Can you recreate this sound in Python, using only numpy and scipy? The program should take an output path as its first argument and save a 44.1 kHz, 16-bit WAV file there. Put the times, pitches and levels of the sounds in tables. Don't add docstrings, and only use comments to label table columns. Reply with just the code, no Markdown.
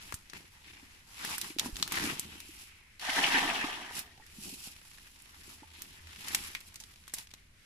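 import sys
import numpy as np
from scipy import signal
from scipy.fft import rfft, irfft, next_fast_len
from scipy.io import wavfile
from scipy.ndimage import uniform_filter1d

SR = 44100
rng = np.random.default_rng(int(sys.argv[2]) if len(sys.argv) > 2 else 0)


def transcribe(signal):
    frames = np.atleast_2d(signal).T
    limited = np.clip(frames, -1, 1)
    pcm = np.round(limited * 32767).astype(np.int16)
    wavfile.write(sys.argv[1], SR, pcm)


N = 337365
TIME = np.arange(N) / SR
STROKE_DEPTH_DB = 20
LANDING_S = 2.992


def undb(db):
    return 10 ** (np.asarray(db) / 20)


def unit(x):
    return x / np.sqrt(np.mean(x ** 2))


def pan(db):
    return unit(undb(np.array([[db], [-db]]) / 2))


def add(out, s, x):
    i = max(int(s * SR), 0)
    out[:, i:i + x.shape[1]] += x[:, :max(N - i, 0)]


def colour(x, points):
    hz, db = np.transpose(points)
    size = next_fast_len(N)
    f = np.maximum(np.arange(size // 2 + 1) * SR / size, 1)
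    gain = undb(np.interp(np.log(f), np.log(hz), db))
    return irfft(rfft(x, size) * gain, size)[..., :N]


def band(x, hz, octaves):
    half_width = 2 ** (octaves / 2)
    edges = np.clip([hz / half_width, hz * half_width], 10, [.4 * SR, .45 * SR])
    return signal.sosfilt(signal.butter(1, edges, "band", fs=SR, output="sos"), x)


def walk(rate):
    k = int(SR / rate)
    steps = np.repeat(rng.standard_normal(N // k + 1), k)
    return unit(uniform_filter1d(steps, k)[:N])


def impacts(rate, spread_db, lag_s, scatter_s):
    chance = rng.standard_normal((int(rate * N / SR), 3))
    at = rng.integers(0, N, len(chance))
    size = np.sign(chance[:, 0]) * undb(spread_db * np.minimum(chance[:, 1], 2.5))
    lag = ((lag_s + scatter_s * chance[:, 2]) * SR).astype(int)
    return np.array([np.bincount((at + lag) % N, size, N), np.bincount(at, size, N)])


def smear(x, decay_s, tail_db):
    keep = np.exp(-2 / (decay_s * SR))
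    energy = signal.lfilter([1 - keep], [1, -keep], x ** 2 + 1e-18)
    return x + undb(tail_db) * np.sqrt(energy) * rng.standard_normal(x.shape)


def shift(x, low_hz, high_hz, rate, depth_db, count):
    centres = np.geomspace(low_hz, high_hz, count)
    octaves = np.log2(centres[1] / centres[0])
    return x + sum(band(x, hz, octaves) * (undb(depth_db * np.clip(walk(rate), -2, 2)) - 1)
                   for hz in centres)


def reflect(x, decay_s, wet_db):
    t = TIME[:SR // 2]
    tail = rng.standard_normal((2, len(t))) * np.exp(-t / decay_s)
    tail /= np.sqrt(np.sum(tail ** 2, axis=1, keepdims=True))
    return x + undb(wet_db) * signal.fftconvolve(x, tail, axes=1)[:, :N]


def stroke(peak_s, rise_s, fall_s):
    roundness = 1.406
    away = np.maximum((peak_s - TIME) / rise_s, (TIME - peak_s) / fall_s)
    return undb(-STROKE_DEPTH_DB * np.minimum(away, 10) ** roundness)


# peak in seconds, rise and fall in seconds to fade by STROKE_DEPTH_DB,
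# coarse rubbing in dB, fine hiss of mesh and grass in dB, flapping of cloth in dB.
MOVEMENTS = [(0.03, 0.21, .26, -53.5, -54, -64), (0.355, .035, .14, -50.5, -55, -53),
             (0.74, 0.2, 0.3, -57, -61.5, -62.5), (1.305, 0.2, 0.11, -39.5, -45, -52),
             (1.36, .28, 0.13, -49.5, -43.5, -73), (1.45, 0.072, 0.11, -43.5, -44, -57.5),
             (1.659, 0.07, 0.061, -63, -42, -45), (1.8, 0.17, 0.23, -52.5, -48.5, -53),
             (1.98, 0.11, 0.23, -33, -40.5, -46), (2.06, 0.15, 0.18, -43, -42.5, -39.5),
             (2.33, 0.31, 0.18, -55.5, -56, -56.5), (2.62, 0.45, .11, -59, -51.5, -68.5),
             (3.985, 0.079, 0.054, -43.5, -38.5, -53.5), (4.48, 0.17, 0.19, -58, -43.5, -53.5),
             (4.68, 0.31, 0.095, -59.5, -47.5, -65), (4.92, 0.74, 1, -81, -59.5, -76),
             (5.52, 0.28, 0.14, -55.5, -53, -62.5), (5.82, 0.17, 0.36, -56, -56, -63),
             (6.23, 0.24, 0.2, -50.5, -66, -68), (6.33, 0.24, 0.27, -44.5, -44, -54.5),
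             (6.47, 0.14, 0.14, -52.5, -48, -62), (6.684, 0.045, 0.018, -66, -50.5, -66),
             (6.93, 0.37, .26, -81, -62.5, -81), (7.186, 0.059, 0.07, -50, -45, -68)]
# rubbing in dB, hiss in dB, flapping in dB.
RESTING_DB = (-62.5, -67, -74.5)
REST_END_S, REST_FADE_S = 6.95, 1.0
STILL_S, STILL_LENGTH_S = 3.52, 0.66
FLAP_BRIEFNESS = 1.19


def effort():
    resting = undb(-STROKE_DEPTH_DB * np.maximum(TIME - REST_END_S, 0) / REST_FADE_S)
    resting *= 1 - np.exp(-((TIME - STILL_S) / STILL_LENGTH_S) ** 4)
    power = np.outer(undb(RESTING_DB), resting) ** 2
    for peak_s, rise_s, fall_s, rub_db, hiss_db, flap_db in MOVEMENTS:
        speed = stroke(peak_s, rise_s, fall_s)
        flapping = undb(flap_db) * speed ** FLAP_BRIEFNESS
        power += np.array([undb(rub_db) * speed, undb(hiss_db) * speed, flapping]) ** 2
    return np.sqrt(power)


# frequency in Hz, relative gain in dB.
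RUB_SPECTRUM = [(300, -13), (600, -15), (880, -3), (1200, -4), (1500, -4), (1950, -0.5), (2550, -1.5),
                (3300, -4.5), (4500, -7.5), (7000, -12.5), (12000, -44)]
HISS_SPECTRUM = [(1200, -65), (2500, 2.5), (3500, -2.2), (5500, 1.5), (6500, -3), (7500, 1), (8700, -4),
                 (10800, 3), (12500, -5), (15000, -13)]
FLAP_SPECTRUM = [(40, -7), (90, -3), (200, 1.5), (290, 0), (360, -0.5), (520, -16.5), (900, -11.5),
                 (1300, -35), (2500, -51)]


def handling():
    rub_gain, hiss_gain, flap_gain = effort()
    rub_slips = impacts(rate=2200, spread_db=6.0, lag_s=.00027, scatter_s=.00008)
    rub = colour(smear(rub_slips, decay_s=.0066, tail_db=2.0), RUB_SPECTRUM)
    rub = shift(rub, 900, 3600, rate=25, depth_db=2.5, count=5)
    hiss_slips = impacts(rate=2500, spread_db=5.5, lag_s=.0002, scatter_s=.00034)
    hiss = colour(smear(hiss_slips, decay_s=.0072, tail_db=6.5), HISS_SPECTRUM)
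    flaps = impacts(rate=300, spread_db=4.5, lag_s=.00005, scatter_s=.0004)
    flap = colour(smear(flaps, decay_s=.014, tail_db=-10), FLAP_SPECTRUM)
    friction = unit(rub) * rub_gain * pan(1.6) + unit(hiss) * hiss_gain * pan(0.24)
    surges = undb(1.0 * walk(45))
    return friction * surges + unit(flap) * flap_gain


# frequency in Hz, relative gain in dB.
RIVER_SPECTRUM = [(20, -1.5), (80, -2.5), (120, -9), (200, -14), (320, -22.5), (520, -26), (900, -30.5),
                  (1400, -22.5), (2100, -18), (3500, -24), (7000, -29.5), (11000, -30), (15000, -45)]
RIVER_DB = -61.5


def river():
    common, apart = rng.standard_normal(N), rng.standard_normal((2, N))
    bass = signal.sosfilt(signal.butter(1, 450, fs=SR, output="sos"), common)
    wash = signal.sosfilt(signal.butter(1, 450, "high", fs=SR, output="sos"), apart)
    wavering = bass * undb(0.92 * walk(8.2)) + wash * undb(2.6 * walk(9))
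    return undb(RIVER_DB) * unit(colour(wavering, RIVER_SPECTRUM))


# time in seconds, level in dB.
DRONE_LEVEL = [(0, -72), (5.0, -71), (5.5, -63), (6.5, -61), (7.6, -74)]


def drone():
    hum = band(band(rng.standard_normal(N), 79.7, 0.12), 79.7, 0.12)
    s, db = np.transpose(DRONE_LEVEL)
    return unit(hum) * undb(np.interp(TIME, s, db))


# start in seconds, tick level in dB over its first 6 ms, centre in Hz, width in octaves,
# decay in seconds, left minus right in dB, relative knock level in dB.
CONTACTS = [(0.124, -41, 1900.0, 4.2, 0.00033, 16, -37.5), (0.1416, -36, 8100.0, 0.8, 0.0065, 1, -51),
            (0.298, -46, 4970, 0.5, 0.003, 7, -64), (0.3344, -46, 2400.0, 1.9, 0.0019, 4, -49),
            (1.249, -35, 2800.0, 3.9, 0.0049, 1, -40), (1.3812, -33.5, 8300.0, 1.9, 0.0037, -6, -43.5),
            (1.4141, -31.5, 5100.0, 2.1, 0.0025, -1, -59), (1.5862, -30, 3600, 0.72, 0.0059, -1, -44.5),
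            (1.596, -24, 3700, 1.1, 0.0019, -0.5, -60), (1.7578, -41, 3400.0, 0.77, 0.0012, 1.0, -63),
            (1.7676, -37.0, 3700.0, 2.2, 0.0012, 1, -53), (1.799, -42, 2800.0, 1.5, 0.0015, -2, -58),
            (1.8257, -30, 5200, 0.7, 0.0012, -2, -52), (1.8271, -25.5, 3650, 0.45, 0.0011, 3, -39.5),
            (1.8774, -37, 4650, 4.3, 0.0016, 2, -48), (1.9213, -31, 4630, 3.6, 0.0069, -2, -39),
            (2.1956, -29.5, 8240, 0.95, 0.0016, 0, -62), (2.4024, -41.5, 4400.0, 3.6, 0.0032, 5, -70),
            (2.996, -44, 3000, 1.3, .006, 2, -75), (3.9923, -33.5, 9600, 2.2, 0.0022, -5, -61),
            (4.265, -55, 6000, 1.6, .003, -5, -78), (5.2212, -53, 9300, 0.59, 0.0015, -4, -85),
            (5.82, -37.5, 7200.0, 2.8, 0.0012, 0, -70), (6.2827, -35.5, 5600.0, 2.1, 0.0033, 2, -59),
            (6.3474, -21.5, 3500, 3.0, 0.0034, -1, -41), (6.55, -32, 2400, 0.45, 0.002, -1.5, -49),
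            (6.567, -48, 2200, 0.7, 0.009, 0, -64), (6.605, -49, 6000, 2.2, 0.002, -2, -72),
            (6.743, -51, 5500, 1.7, .0015, -4, -76), (6.7576, -42.5, 5100, 1.4, 0.0032, -2, -76),
            (6.801, -44, 5560, 1.2, 0.013, -1, -74.0), (6.8377, -46.5, 4200.0, 1.3, 0.0019, -3, -69),
            (7.0791, -46, 3500.0, 3.6, 0.0048, 4, -54.5), (7.138, -31, 8100, 0.99, 0.0078, 1, -48),
            (7.185, -39, 4500.0, 2.5, 0.0012, 5, -68), (7.314, -52, 3300.0, 0.97, 0.0011, 0, -80),
            (7.338, -45.5, 3480, 1.4, 0.0025, 1, -57.5)]
# frequency in Hz, relative gain in dB.
KNOCK_SPECTRUM = [(60, -17), (150, 1), (300, 4), (550, -7.5), (1100, 4), (1900, 2.5), (4500, -46)]


def clicks():
    ticks, knocks, t = np.zeros((2, N)), np.zeros((2, N)), TIME[:SR // 10]
    highpass = signal.butter(2, 1200, "high", fs=SR, output="sos")
    for s, db, hz, octaves, decay_s, pan_db, knock_db in CONTACTS:
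        decay = np.exp(-t / decay_s) + undb(-9) * np.exp(-t / .009)
        rattle = rng.standard_normal((2, len(t))) * decay
        rattle[:, 2] += 4.5
        ring = signal.sosfilt(highpass, band(rattle, hz, octaves))
        ring /= np.sqrt(np.mean(ring[:, :int(.006 * SR)] ** 2))
        add(ticks, s, undb(db) * ring * pan(pan_db))
        add(knocks, s, undb(knock_db) * pan(pan_db / 2))
    knocks = undb(31.5) * colour(smear(knocks, decay_s=.0022, tail_db=2.5), KNOCK_SPECTRUM)
    return reflect(ticks + knocks, decay_s=.044, wet_db=-15.0)


# start in seconds, peak in dB before reflections, pitch in Hz, decay in seconds.
BUMPS = [(.139, -37, 90, 0.006), (0.829, -50, 260, 0.0052), (1.503, -40.5, 320, 0.0064),
         (1.564, -37.5, 318, 0.0041), (1.659, -35, 250, 0.007), (1.694, -43, 310, .006),
         (1.728, -36, 42, 0.015), (2.039, -34, 286, 0.015), (2.073, -35, 280, .008),
         (2.355, -49, 306, 0.0066), (2.49, -48.5, 320, 0.011), (3.089, -40, 274, 0.0078),
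         (3.186, -33.5, 286, 0.01), (3.346, -33, 273, 0.022), (3.452, -35, 300, .009),
         (3.642, -31, 294, 0.0041), (4.384, -43, 204, 0.01), (4.526, -44, 255, 0.0072),
         (4.673, -46, 197, 0.0038), (5.478, -51.5, 355, 0.0062), (5.622, -48, 293, 0.0059)]


def thumps():
    out, t = np.zeros((2, N)), TIME[:SR // 4]
    for s, db, hz, decay_s in BUMPS:
        swing = np.sin(2 * np.pi * hz * t) * (1 - np.exp(-t / .00087)) * np.exp(-t / decay_s)
        add(out, s, undb(db) * swing / np.abs(swing).max() * pan(0))
    return reflect(out, decay_s=.0063, wet_db=-10)


def bubble(hz, decay_s, rise):
    age = TIME[:int(6 * decay_s * SR)] / decay_s
    return np.sin(2 * np.pi * np.cumsum(hz * (1 + rise * age)) / SR) * np.exp(-age)


SKIM_S, SKIM_ATTACK_S, SKIM_HOLD_S, SKIM_FALL_S = 1.588, .016, .065, .025
LAST_BUBBLE_S = 4.5


def bubbles(low_hz, high_hz, rate, cycles, spread_db):
    length_s = LAST_BUBBLE_S - SKIM_S
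    out = np.zeros((2, N))
    for when, pitch, strength, place in rng.random((int(rate * length_s), 4)):
        hz = low_hz * (high_hz / low_hz) ** pitch
        size = hz * undb(spread_db * min(-np.log(1 - strength), 2.5))
        ping = size * bubble(hz, cycles / hz, rise=.032)
        lag = int((.00052 * place - .0001) * SR)
        for side, late in enumerate((lag, 0)):
            add(out[side:side + 1], SKIM_S + when * length_s + late / SR, ping[None])
    return out


def swell(start_s, db, delay_s, attack_s, curve, hold_s, fall_s, roundness):
    age = TIME - start_s - delay_s
    falling = np.clip((age - attack_s - hold_s) / fall_s, 0, 10)
    return np.clip(age / attack_s, 0, 1) ** curve * undb(db - STROKE_DEPTH_DB * falling ** roundness)


# relative bubbling, spray and deep plunges, all in dB.
SKIM_LEVELS = (-45, -70, -55)
# relative level in dB, delay in seconds, attack in seconds,
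# attack exponent, hold in seconds, fall in seconds to fade by STROKE_DEPTH_DB, exponent of the fall.
BUBBLE_ENVELOPE = (-29.4, .004, .27, .72, .06, 0.615, 1.85)
SPRAY_ENVELOPE = (-42.3, 0, 0.2369, 0.5, 0.0275, 0.68, 1.5)
PLUNGE_ENVELOPE = (-43.6, 0.17, .17, 0.12, .11, .5, 1.0)


def churn():
    skim = swell(SKIM_S, 0, 0, SKIM_ATTACK_S, 1, SKIM_HOLD_S, SKIM_FALL_S, 1)
    envelopes = (BUBBLE_ENVELOPE, SPRAY_ENVELOPE, PLUNGE_ENVELOPE)
    return [undb(db) * skim + swell(LANDING_S, *envelope)
            for db, envelope in zip(SKIM_LEVELS, envelopes)]


# peak in seconds, extra gain in dB, centre in Hz, half length in seconds (to 1/e of the lift).
SINKER_CLUMPS = [(3.097, 6, 2100, .012), (3.171, 5, 7000, .012), (3.189, 7, 950, .013),
                 (3.241, 7.5, 2500, .01), (3.345, 5.5, 2500, .028)]
CLUMP_OCTAVES = 1.3


def clumps(water):
    return water + sum((undb(db) - 1) * np.exp(-((TIME - s) / length_s) ** 2) * band(water, hz, CLUMP_OCTAVES)
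                       for s, db, hz, length_s in SINKER_CLUMPS)


# frequency in Hz, relative gain in dB.
BUBBLING_SPECTRUM = [(350, -19), (520, -14), (700, -2), (880, 2), (1080, -3), (1400, -5), (1900, 2.5),
                     (2250, -3.5), (2700, 0), (3300, -8.5), (4200, -18), (6500, -30)]
SPRAY_SPECTRUM = [(1500, -8.5), (3500, 4.5), (5400, 0.5), (6500, -2.5), (8700, -6.5), (10800, -5.5),
                  (12500, -12.5), (15000, -21)]
PLUNGE_SPECTRUM = [(80, -14), (130, -14), (180, -6.5), (270, -2.5), (390, 0), (520, -10), (900, -29)]


def splash():
    bubble_gain, spray_gain, plunge_gain = churn()
    fine_bubbles = bubbles(454, 5830, rate=3200, cycles=5.2, spread_db=3.0)
    cloud = unit(colour(fine_bubbles, BUBBLING_SPECTRUM))
    cloud = unit(shift(cloud, 650, 3600, rate=35, depth_db=2.5, count=6))
    drops = impacts(rate=2000, spread_db=5.5, lag_s=.0003, scatter_s=.0002)
    spray = unit(colour(smear(drops, decay_s=.0083, tail_db=2.5), SPRAY_SPECTRUM))
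    cavities = bubbles(90, 600, rate=600, cycles=2, spread_db=4.5)
    plunges = unit(colour(cavities, PLUNGE_SPECTRUM))
    under_water = (cloud * bubble_gain + plunges * plunge_gain) * undb(-5.5)
    water = under_water + spray * spray_gain * undb(6.0)
    early_reflections = reflect(clumps(water) * pan(0.63), decay_s=.0036, wet_db=-12)
    return reflect(early_reflections, decay_s=.042, wet_db=-6.5)


# start in seconds, level in dB before decay and reflections, starting pitch in Hz, decay in seconds.
LARGE_BUBBLES = [(1.614, -40, 850, .004), (1.631, -39, 1000, .003), (1.659, -33, 950, .003),
                 (3.429, -28, 890, 0.0037), (3.910, -39, 940, 0.0042), (4.111, -53, 1870, .007),
                 (4.178, -55, 770, .007), (4.199, -50, 860, 0.008), (4.223, -51, 1860, .008),
                 (4.672, -50, 760, 0.0029), (5.632, -45.5, 880, 0.0081), (6.811, -58, 876, 0.012)]


def plops():
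    out = np.zeros((2, N))
    for s, db, hz, decay_s in LARGE_BUBBLES:
        add(out, s, undb(db) * bubble(hz, decay_s, rise=.011) * pan(0))
    return reflect(out, decay_s=.016, wet_db=-4)


RELEASE_S, FLIGHT_DB, FLIGHT_FADE_DB_PER_S = 2.09, -53, 14
FLIGHT_START_HZ, FLIGHT_END_HZ, FLIGHT_OCTAVES = 3300, 2050, 0.55


def flight(count=4):
    slowed = np.clip((TIME - RELEASE_S) / (LANDING_S - RELEASE_S), 0, 1) * (count - 1)
    song = np.zeros((2, N))
    for k, hz in enumerate(np.geomspace(FLIGHT_START_HZ, FLIGHT_END_HZ, count)):
        whistle = band(band(rng.standard_normal((2, N)), hz, FLIGHT_OCTAVES), hz, FLIGHT_OCTAVES)
        song += unit(whistle) * np.sqrt(np.maximum(1 - np.abs(slowed - k), 0))
    aloft = uniform_filter1d(1. * ((TIME > RELEASE_S) & (TIME < LANDING_S)), SR // 20)
    return song * aloft * undb(FLIGHT_DB - FLIGHT_FADE_DB_PER_S * (TIME - RELEASE_S))


# start in seconds, onset level in dB, centre in Hz.
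LINE_DROPS = [(4.815, -51, 1700), (4.983, -48.5, 1700), (5.257, -50.5, 2500), (6.071, -46, 2400),
              (6.160, -43, 2700)]


def drips():
    ticks = smear(impacts(rate=28, spread_db=3.5, lag_s=0, scatter_s=.0003), decay_s=.0043, tail_db=5)
    hauling = (TIME > 4.05) & (TIME < 7.35)
    out, t = unit(band(ticks, 2700, 1.5)) * undb(-66) * hauling, TIME[:SR // 20]
    for s, db, hz in LINE_DROPS:
        noise = unit(band(rng.standard_normal((2, len(t))), hz, 1))
        add(out, s, undb(db) * noise * np.exp(-t / .005))
    return out


def scene():
    contacts_and_handling = handling() + clicks() + thumps()
    net_and_water = splash() + plops() + flight() + drips()
    return contacts_and_handling + net_and_water + river() + drone()


# frequency in Hz, left minus right in dB.
CHANNEL_BALANCE = [(200, -0.5), (380, 1), (700, -3.5), (1200, 0), (2400, 0.7), (4400, 1), (8100, -0.5),
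                   (11000, -7.5), (15000, -4.5)]
TOP_HZ = 15100


def record(dry):
    channels = []
    for side, x in enumerate(dry):
        response = [(hz, 20 * np.log10(pan(db)[side, 0])) for hz, db in CHANNEL_BALANCE]
        channels.append(colour(x, response))
    return signal.sosfilt(signal.ellip(8, .2, 70, TOP_HZ, fs=SR, output="sos"), channels)


dry = scene()
out = record(dry)
transcribe(out)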